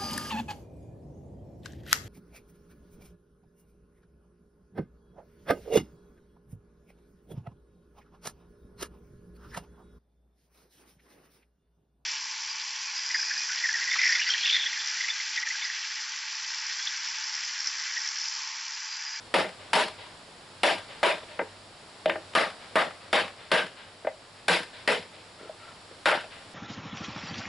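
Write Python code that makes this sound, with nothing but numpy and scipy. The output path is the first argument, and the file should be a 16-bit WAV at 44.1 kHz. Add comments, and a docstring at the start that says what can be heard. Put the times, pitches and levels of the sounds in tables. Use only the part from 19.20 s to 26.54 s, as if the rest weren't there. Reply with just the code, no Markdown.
"""In the open door of a workshop, a steel hammer drives wooden box joints home through a hand-held block.
Each knock sums ringing modes of the wood and a broad crack; the block is also set down, bounces and slides.
The shop rings briefly as fading noise, single walls echo, and walls across the yard answer late.
Friction noise makes the slides, shaped noise and a low hum make a soft outdoor hush,
and a fast limiter holds down the loud peaks."""
import sys
import numpy as np
from scipy import signal
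from scipy.fft import rfft, irfft, next_fast_len
from scipy.io import wavfile
from scipy.ndimage import uniform_filter1d, minimum_filter1d

SR = 44100
rng = np.random.default_rng(int(sys.argv[2]) if len(sys.argv) > 2 else 0)


def gain_from_db(level_db):
    """Convert decibel levels to linear amplitude factors (20 dB per decade)."""
    decades = np.asarray(level_db, float) / 20
    return 10 ** decades


def wav_out(sig):
    """Save sig, one row per channel (or a flat mono array), as 16-bit PCM at SR to the path in sys.argv[1]."""
    wavfile.write(sys.argv[1], SR, np.round(np.clip(np.atleast_2d(sig).T, -1, 1) * 32767).astype(np.int16))


N = 323686

# Hammer blows. Each row: start in seconds, level in dB before the hammer's overall gain, side panel against
# the top board in dB before the panel offsets, ring favoured by the struck spot in Hz, crack in dB.
BLOWS = [(0.140, -9, -30, 850, -10.5), (0.532, -6, -34.5, 940, -5.5), (1.433, -6, -34, 750, -8),
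         (1.83, -8, -34.5, 620, -10.5), (3.151, -8.5, -32.5, 1220, -10), (3.556, -10.5, -33, 1230, -13),
         (3.929, -7.5, -33.5, 1230, -11.5), (4.316, -9, -30.5, 1560, -8), (5.282, -8.5, -32, 1570, -4),
         (5.676, -13.5, -28.5, 438, -6.5), (6.857, -6.5, -33.5, 1430, -11)]
# The block set down or bouncing. Each row: start in seconds, level in dB before the block's overall gain, then
# against the top board: side panel in dB before the panel offsets, block in dB, crack in dB.
TAPS = [(2.031, -26.5, -29.5, -4, -10), (2.191, -2.5, -33, -1.5, -26), (2.213, -12.5, -26.5, -4, -30),
        (2.858, 14, -40.5, -17.5, -18.5), (2.896, -9.5, -24, 10.5, -1), (2.956, -10.5, -34.5, -3, -48),
        (3.134, -35, -25, 12, 7), (4.306, -37, -25, 13, -11), (4.846, -17, -26.5, -3, -35),
        (4.869, 4.5, -50.5, -16.5, -36), (6.209, -40, -9, 9, -19), (6.229, -31, -21, -27, 4),
        (6.254, -38.5, -9, -15, -15), (6.290, -10.5, -51, -28, -28), (6.711, -32, -20.5, -3, -13),
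        (6.923, 3, -45, -0.5, -33), (7.041, -20, -37, -15, -8)]
# Where the parts sound, in Hz: three for the side panel, then top board, lower board, block and crack.
PARTS_HZ = [90, 200, 400, 630, 1050, 1900, 4500]
# Modes of box and block. Each row: pitch in Hz, level in dB before the part levels and a random scatter,
# time to fade by 60 dB in seconds before the grip shortens it.
WOOD = [(176.5, 5.5, 0.079), (248.3, -3.5, 0.076), (335, -3, 0.068), (425.5, -16, 0.16), (472, -8.5, 0.074),
        (542.3, -8.5, 0.064), (618.2, -9.5, 0.046), (662, -32, 0.018), (800, -20, 0.13), (942, -7.5, 0.025),
        (1210, -17.5, 0.045), (1420, -8, 0.0088), (1580, -16.5, 0.05), (1792, -19, 0.039),
        (1900, -39, 0.013), (2053, -16, 0.032), (2414, -4, 0.0057), (2987, -5, 0.0086), (3590, -5.5, 0.007)]
# How long the shop rings. Each row: pitch in Hz, time to fade by 60 dB in seconds.
SHOP = [(150, 0.25), (600, 0.21), (2000, 0.22), (5000, 0.25), (10000, .22)]
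# Echoes of single walls. Each row: delay in seconds, bass in dB, treble in dB, both before the wet level.
WALLS = [(.012, 2, -43), (.025, -33, -10.5), (0.086, -75, -54), (0.114, -13, -88), (0.146, -40, -30)]
# Colour of the far answer. Each row: pitch in Hz, level in dB before the yard's overall level.
YARD = [(150, -30), (500, -7.5), (1500, -7), (4000, 1), (6000, -10), (10000, -37.5)]
# Slow changes of the hush. Each row: time in seconds, level in dB before the air and hum levels.
HUSH = [(0.0, -53), (0.61, -53), (1.24, -54), (1.84, -52), (2.43, -54.5), (3.27, -52.5), (4.4, -55.5),
        (4.97, -56), (5.64, -54), (5.93, -55), (7.34, -53.5)]
# Colour of the outdoor air. Each row: pitch in Hz, relative level in dB per Hz.
AIR = [(25, 26), (60, 2.5), (130, 9), (300, 6.5), (600, 8.5), (1200, 5), (2500, -0.5), (5000, 0), (8000, 4),
       (11000, -2.5)]
# Where the box is heard. Each row: pitch in Hz, left over right in dB.
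LEFT_OF_CENTRE = [(150, -0.3), (350, 0), (1500, 2.5), (5000, .6), (10000, 0.5)]
# How alike the hush is on both sides. Each row: pitch in Hz, left-right likeness (1 is identical).
ALIKE = [(30, 0.93), (80, 0.97), (220, 0.97), (840, 0.75), (3130, 0.56), (11700, 0.68)]
# Microphone colour. Each row: pitch in Hz, gain in dB.
MIC = [(4800, 3.5), (5500, -1.5), (6200, -13.5), (7000, -7), (9000, -10), (10900, -6)]
# Band limits after the limiter. Each row: pitch in Hz, gain in dB.
PASSBAND = [(20, -28), (90, -4), (10900, 0.5), (11300, -28), (12500, -73), (14000, -100)]
# The block dragged over the board. Each row: start in seconds, length in seconds, level in dB before the
# uneven slips, squeal over it in dB, rub over it in dB.
STROKES = [(5.14, 0.086, -59, -12, -12), (6.171, .13, -60, 3, 6), (6.383, 0.157, -57, -0.5, -7)]

PATCHES_DB = 2.5  # random patches, in dB, that make the shop's ring grainy in pitch and time
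FAR_END_DB, FAR_END_LONGER = -25.5, 2.15  # the far end of the shop answers weaker and rings longer
BOARD_UNDER_BLOCK_DB = 5  # a light contact reaches the lower board only through the block
STROKE_EDGE_S = 0.023  # time to gain and lose pressure
STRUCK_BOARD_DB, STRUCK_BLOCK_DB = -2.5, 1.43  # lower board and block under the hammer, against the top board
SPOT_LIFT_DB, SPOT_OCTAVES = 5, 0.14  # how much, and how widely, the struck spot favours the modes near it


def hammer():
    """Hard blows: the hand grips the block firmly, which shortens the ring, and the shop is filled more."""
    blows = []
    for s, db, panel_db, spot_hz, crack_db in BLOWS:
        blows.append((s, db, panel_db, STRUCK_BOARD_DB, STRUCK_BLOCK_DB, crack_db, spot_hz, SPOT_LIFT_DB))
    return gain_from_db(9) * contacts(blows, wet_db=0, smear_s=0.035, ring_share=0.8, crack_floor_db=21)


def hand_set_block():
    """Light contacts of the block on the wood: the modes ring freely and the space answers more weakly."""
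    taps = []
    for s, db, panel_db, block_db, crack_db in TAPS:
        board_db = block_db - BOARD_UNDER_BLOCK_DB
        taps.append((s, db, panel_db, board_db, block_db, crack_db, PARTS_HZ[3], 0))
    return gain_from_db(-8) * contacts(taps, wet_db=-12, smear_s=0.03, ring_share=1, crack_floor_db=5)


def contacts(rows, wet_db, smear_s, ring_share, crack_floor_db):
    """Places each contact in time, with its own random draw of the space."""
    out = np.zeros((2, N + SR))
    for s, *levels in rows:
        dry_knock = knock(levels, smear_s, ring_share, crack_floor_db)
        heard = signal.fftconvolve(dry_knock[None], space(wet_db), axes=1)
        out[:, round(s * SR):][:, :heard.shape[1]] += heard
    return out[:, :N]


def knock(levels, smear_s, ring_share, crack_floor_db):
    """One contact: the modes stand on a broad crack; a firm grip on the block shortens their ring."""
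    db, panel_db, board_db, block_db, crack_db, spot_hz, lift_db = levels
    parts_db = [panel_db - 17.0, panel_db + 0.5, panel_db + 19.0, 0, board_db, block_db, crack_db]
    parts = np.transpose([PARTS_HZ, parts_db])
    f = np.fft.rfftfreq(8192, 1 / SR)
    hz, level_db, t60 = np.transpose(WOOD)[..., None]
    scatter_db = 2.5 * rng.standard_normal(hz.shape)
    # the low panel modes are out of the hand's reach
    life = np.where(hz < PARTS_HZ[3] / 2, 1, ring_share) * t60
    # each fading mode has a resonance peak: the shorter its life, the wider and lower the peak
    strength = (gain_from_db(level_db + scatter_db) * SR / 2) ** 2
    modes = strength / ((np.log(1000) / life) ** 2 + (2 * np.pi * (f - hz)) ** 2)
    power = modes.sum(0) + gain_from_db(crack_floor_db) ** 2
    octaves_away = np.log2((f + 1) / spot_hz)
    spot_db = lift_db * np.exp(-(octaves_away / SPOT_OCTAVES) ** 2 / 2)
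    impulse = causal(10 * np.log10(power) + along(parts, f) + spot_db)
    return gain_from_db(db) * np.convolve(impulse, scattered(2048, smear_s))


def causal(gain_db):
    """The shortest impulse with the given spectrum (folded cepstrum)."""
    c = irfft(gain_db * np.log(10) / 20)
    c[1:len(c) // 2] *= 2
    c[len(c) // 2 + 1:] = 0
    return irfft(np.exp(rfft(c)))


def scattered(length, t60):
    """An impulse smeared over some ms, nearly flat in pitch, as bending waves of all speeds leave wood."""
    t = np.arange(length) / SR
    burst = rng.standard_normal(length) * gain_from_db(-60 * t / t60) * (1 - np.exp(-t / 0.0029))
    for _ in range(4):  # flatten the spectrum, keep it short, repeat
        z = rfft(burst)
        burst = irfft(z / np.abs(z)) * (t < t60)
    return burst[t < t60]


def space(wet_db):
    """One stereo impulse response: direct sound, then shop tail, single walls and far yard at wet_db."""
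    length = 3 * SR // 4
    hz, t, z = signal.stft(rng.standard_normal((4, length)), SR, nperseg=256)
    patches = uniform_filter1d(rng.standard_normal(z.shape[1:]), size=2, axis=0)  # smooth over pitch
    patches = unit(uniform_filter1d(patches, size=5, axis=1))  # smooth over time
    fall_db = -60 * t / along(SHOP, hz)[:, None]
    near_and_far = gain_from_db(fall_db) + gain_from_db(FAR_END_DB + fall_db / FAR_END_LONGER)
    shop = gain_from_db(-28 + PATCHES_DB * patches) * near_and_far
    late = np.clip(t - 0.24, 0, None)  # the yard swells in after the round trip, then fades
    yard_db = -59.0 + along(YARD, hz)[:, None] - 60 * late / 0.62
    yard = gain_from_db(yard_db) * (1 - np.exp(-late / 0.016))
    shaped = z * np.array([shop, shop, yard, yard])
    tails = signal.istft(shaped, SR, nperseg=256)[1][:, :length]
    response = spread(tails[:2], 0.85) + spread(tails[2:], 0.77)
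    for s, bass_db, treble_db in WALLS:
        wall = np.zeros(length)
        face = scattered(1024, 0.016)  # a rough wall smears its echo
        wall[int(s * SR):][:len(face)] = face
        response += filtered(wall, lambda f: gain_from_db(along([(200, bass_db), (6000, treble_db)], f)))
    response *= gain_from_db(wet_db)
    response[:, 0] += 1  # direct sound
    return response


def slide():
    """Stick-slip friction excites two modes of the board in uneven bursts, with a dry hiss."""
    t = np.arange(N) / SR
    slips = gain_from_db(1.6 * unit(uniform_filter1d(rng.standard_normal(N), size=300)))
    squeal, rub, hiss = band(1347, 47), band(604, 50), band(2000, 1650)
    out = np.zeros(N)
    for s, length, db, squeal_db, rub_db in STROKES:
        pressure = np.clip(np.minimum(t - s, s + length - t) / STROKE_EDGE_S, 0, 1)
        friction = gain_from_db(squeal_db) * squeal + gain_from_db(rub_db) * rub + hiss
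        out += gain_from_db(db) * pressure * friction
    return slips * out


def hush():
    """Far traffic and air as shaped noise, with a wavering hum near 100 Hz made of very narrow noise."""
    hz, _, z = signal.stft(rng.standard_normal((2, N)), SR, nperseg=1024)
    z = spread(z * gain_from_db(along(AIR, hz))[:, None], along(ALIKE, hz)[:, None])
    air = unit(signal.istft(z, SR, nperseg=1024)[1][:, :N])
    hum = band(96.3, 2.2)
    level_db = np.interp(np.arange(N) / SR, *np.transpose(HUSH))
    return gain_from_db(level_db) * (gain_from_db(7.0) * air + gain_from_db(-11.0) * hum)


def band(centre_hz, width_hz):
    """Noise of rms 1 in one resonance."""
    noise = rng.standard_normal(N)
    return unit(filtered(noise, lambda f: 1 / (1 + ((f - centre_hz) / width_hz) ** 2)))


def spread(pair, alike):
    """Two unrelated signals mixed into left and right of the given likeness."""
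    turn = np.arccos(np.clip(alike, -1, 1)) / 2
    middle, side = np.cos(turn) * pair[0], np.sin(turn) * pair[1]
    return np.array([middle + side, middle - side])


def filtered(x, response):
    """Multiplies the spectrum of x by a response, given as a function of frequency in Hz."""
    m = next_fast_len(x.shape[-1] + 8192)
    spectrum = rfft(x, m) * response(np.fft.rfftfreq(m, 1 / SR))
    return irfft(spectrum, m)[..., :x.shape[-1]]


def along(points, hz):
    """Reads a curve of (Hz, value) points on a log frequency axis."""
    f, v = np.transpose(points)
    return np.interp(np.log(hz + 1), np.log(f + 1), v)


def unit(x):
    """Scaled to rms 1."""
    return x / np.sqrt(np.mean(x ** 2) + 1e-20)


def scene():
    """Hammer, block and slide share one place left to right; the hush lies around them."""
    def pan(f):
        left_over_right_db = along(LEFT_OF_CENTRE, f)
        return gain_from_db([left_over_right_db / 2, -left_over_right_db / 2])

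    work = hammer() + hand_set_block() + slide()
    return filtered(work, pan) + hush()


def limited(x, top_db, release_db_s, ratio, look_s):
    """Gain falls just ahead of a peak above top_db and recovers at a steady rate in dB."""
    peak_db = 20 * np.log10(np.abs(x).max(0) + 1e-9)
    over_db = np.clip(peak_db - top_db, 0, None) * ratio
    ramp_db = release_db_s * np.arange(N) / SR
    cut_db = np.maximum.accumulate(over_db + ramp_db) - ramp_db
    reach = int(look_s * SR)
    return x * gain_from_db(uniform_filter1d(minimum_filter1d(-cut_db, reach), reach))


def roll_off(x):
    """The treble ends steeply here."""
    return signal.sosfilt(signal.butter(12, 12300, fs=SR, output="sos"), x)


def record(dry):
    """Microphone colour, limiter, soft clipping of what slips through, then band limits."""
    x = filtered(dry, lambda f: gain_from_db(along(MIC, f)))
    x = limited(x, top_db=-14.0, release_db_s=452, ratio=0.75, look_s=0.00015)
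    x = x / (1 + np.abs(x / 0.6) ** 4) ** (1 / 4)  # bends smoothly towards a ceiling of 0.6
    mix = filtered(x, lambda f: gain_from_db(along(PASSBAND, f)))
    return roll_off(mix)


dry = scene()
out = record(dry)
wav_out(out)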